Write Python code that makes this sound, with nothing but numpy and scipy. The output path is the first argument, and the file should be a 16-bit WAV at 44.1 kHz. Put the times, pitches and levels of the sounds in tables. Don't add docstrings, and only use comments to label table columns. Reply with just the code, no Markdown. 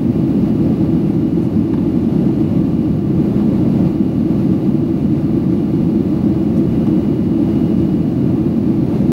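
import sys
import numpy as np
from scipy import signal
from scipy.fft import rfft, irfft, next_fast_len
from scipy.io import wavfile
from scipy.ndimage import uniform_filter1d

SR = 44100
rng = np.random.default_rng(int(sys.argv[2]) if len(sys.argv) > 2 else 0)


def bounce(signal):
    frames = np.transpose(np.atleast_2d(signal))
    limited = np.clip(frames, -1, 1)
    pcm = np.round(limited * 32767).astype(np.int16)
    wavfile.write(sys.argv[1], SR, pcm)


N = 402179
TIME = np.arange(N) / SR
FREQS = np.maximum(np.arange(N // 2 + 1) * SR / N, 1)


def from_db(db):
    return 10 ** (np.asarray(db) / 20)


def rms_one(x):
    return x / np.sqrt(np.mean(x ** 2) + 1e-20)


def in_time(rows):
    s, *columns = np.transpose(rows)
    return [np.interp(TIME, s, column) for column in columns]


def colour(points):
    hz, db = np.transpose(points)
    octaves_outside = np.abs(np.log2(FREQS / np.clip(FREQS, hz.min(), hz.max())))
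    inside_db = np.interp(np.log(FREQS), np.log(hz), db)
    return from_db(inside_db - 60 * octaves_outside)


def bell(hz, width):
    return 1 / (1 + (2 * (FREQS - hz) / width) ** 2)


def noise(gain):
    size = next_fast_len(N)
    gain = np.interp(np.arange(size // 2 + 1) * SR / size, FREQS, gain)
    spectrum = rfft(rng.standard_normal(size)) * gain
    return rms_one(irfft(spectrum, size)[:N])


def steady(x, seconds):
    size = max(int(seconds * SR), 2)
    local_power = uniform_filter1d(uniform_filter1d(x ** 2, size), size)
    return x / np.sqrt(local_power + 1e-12)


def puff(s, db, spread):
    return from_db(db) * np.exp(-.5 * ((TIME - s) / spread) ** 2)


def clicks():
    # t/s, rms level at the start/dB, decay to 1/e/s
    click_events = [(1.735, -26, 0.01), (1.775, -36, 0.041), (3.399, -37, 0.032), (6.869, -31, .007)]
    # f/Hz, relative level/dB
    click_colour = [(500, -10), (850, 16), (1300, 1), (2000, -7), (3700, -8), (5000, -25), (15000, -34)]
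    envelope = 0
    for s, db, decay in click_events:
        envelope = envelope + from_db(db) * (TIME >= s) * np.exp(-np.abs(TIME - s) / decay)
    return envelope * noise(colour(click_colour))


def rustles():
    # peak t/s, rms level at the peak/dB, spread either side/s
    rustle_events = [(1.442, -56, .02), (6.578, -52, .009)]
    # f/Hz, relative level/dB
    rustle_colour = [(4500, -33), (5600, 2), (7000, -6), (9000, -3), (13000, -7), (15500, -12)]
    envelope = sum(puff(s, db, spread) for s, db, spread in rustle_events)
    return envelope * noise(colour(rustle_colour))


def squeaks():
    # peak t/s, rms level at the peak/dB, spread either side/s, f/Hz
    squeak_events = [(6.58, -56, .012, 5600), (9.025, -63, .025, 6280)]
    return sum(puff(s, db, spread) * noise(bell(hz, width=340)) for s, db, spread, hz in squeak_events)


def whine(flutter_db):
    base_hz = 580.3
    # multiple of the base pitch, rms level before flutter/dB
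    low_partials = [(2, -59.5), (3, -65.5)]
    # t/s, fifth multiple level/dB, twenty-seventh multiple level/dB (rms, before flutter)
    shrill_levels = [(0.0, -62, -71), (0.51, -58, -72), (1.65, -61.5, -81), (2.08, -59, -81),
                     (2.91, -59.5, -74), (5.22, -61, -75), (5.78, -61, -72), (7.55, -54, -72),
                     (8.36, -62, -74), (9.1, -67, -74)]
    fifth_db, top_db = in_time(shrill_levels)
    out = 0
    for multiple, db in [*low_partials, (5, fifth_db), (27, top_db)]:
        phase = 2 * np.pi * (multiple * base_hz * TIME + rng.random())
        flutter = flutter_db * noise(bell(0, width=15) ** 2)
        out = out + np.sqrt(2) * from_db(db + flutter) * np.sin(phase)
    return out


def engines():
    # f/Hz, rms level/dB, width/Hz
    engine_tones = [(82.6, -36, 2), (1977, -67, 4), (4110, -76, 5), (4189, -75, 5), (4497, -70.5, 2)]
    return sum(from_db(db) * steady(noise(bell(hz, width)), seconds=.4) for hz, db, width in engine_tones)


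def vent_hiss(cabin, treble_db):
    # f/Hz, relative level/dB
    hiss_colour = [(1880, -32), (3200, -0.5), (4630, 0.5), (5000, -5.5), (7710, -13), (13000, -11.5),
                   (15000, -16)]
    return from_db(-52.5 + treble_db) * noise(colour(hiss_colour) * cabin)


def skin_rush(cabin, flow_db, treble_db):
    # f/Hz, relative level/dB
    rush_colour = [(240, -47), (400, 0), (464, -5.5), (538, -5), (824, -16), (1060, -19.5), (1180, -21.5),
                   (1290, -24.5), (1830, -29), (2000, -30), (2640, -32.5), (2810, -27.5), (3200, -41.5),
                   (4160, -63), (7040, -120)]
    rush_db = -31.5
    stream = noise(colour(rush_colour) * cabin)
    low_pass = signal.butter(2, 950, fs=SR, output="sos")
    low = signal.sosfiltfilt(low_pass, stream)
    even_low = np.std(low) * steady(low, seconds=.25)
    buffet = from_db(rush_db + flow_db) * even_low
    bright = from_db(rush_db + treble_db) * (stream - low)
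    return buffet + bright


def exhaust_drone(cabin, flow_db):
    # f/Hz, relative level/dB
    drone_colour = [(21, -49), (36, -25), (70, -12.5), (107, -6.5), (146, -1.5), (196, 0), (228, -0.5),
                    (259, -2.5), (324, -1.5), (340, -4), (369, -10.5), (400, -17), (520, -38.5),
                    (880, -120)]
    level = from_db(-13.5 + 0.44 * flow_db)
    return level * steady(noise(colour(drone_colour) * cabin), seconds=0.3)


def airframe():
    # f/Hz, width/Hz, boost/dB
    cabin_modes = [(47.6, 8, 4), (171, 8.6, 1), (204.5, 7, 1), (227, 11, 3), (323.4, 4.6, 5),
                   (331.7, 9.2, 2.5), (360, 18, -0.5), (530, 56, 2.5), (702, 96, 3.5), (830, 51, 5),
                   (1180, 81, 4.5), (1387, 66, 3), (2025, 110, 4), (2230, 100, 4), (2417, 120, 5.5),
                   (2610, 60, 5), (2740, 73, 1), (3140, 220, 0), (4430, 120, -3.5), (4640, 110, -1.5),
                   (5300, 180, 2.5), (6460, 300, 2), (10980, 400, 3.5), (12960, 400, 3)]
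    # t/s, level/dB
    airflow = [(0.0, -0.9), (0.62, 1.5), (1.35, -1.2), (1.94, -0.8), (2.23, 1.5), (3.05, -2.5), (3.3, 2),
               (3.88, 2.1), (3.98, -2), (4.38, 1), (4.86, -1.5), (5.98, 0), (7.04, 1), (7.3, -1.5),
               (7.52, 2.3), (7.82, -0.5), (8.79, -1.2), (8.97, 2.0), (9.1, 1)]
    cabin = from_db(sum(db * bell(hz, width) for hz, width, db in cabin_modes))
    slow_db, = in_time(airflow)
    flow_db = slow_db + 0.53 * noise(bell(0, width=25) ** 2)
    treble_db = 0.67 * flow_db + 0.35 * noise(bell(0, width=27) ** 2)
    hiss = vent_hiss(cabin, treble_db)
    rush = skin_rush(cabin, flow_db, treble_db)
    return hiss + rush + exhaust_drone(cabin, flow_db)


def scene():
    small_sounds = clicks() + rustles() + squeaks()
    return (small_sounds + whine(flutter_db=1.0) + engines() + airframe())[None]


def record(dry):
    top_cut = signal.ellip(12, .1, 80, 15700, fs=SR, output="sos")
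    return signal.sosfiltfilt(top_cut, np.clip(dry, -1, 1), padlen=2000)


dry = scene()
out = record(dry)
bounce(out)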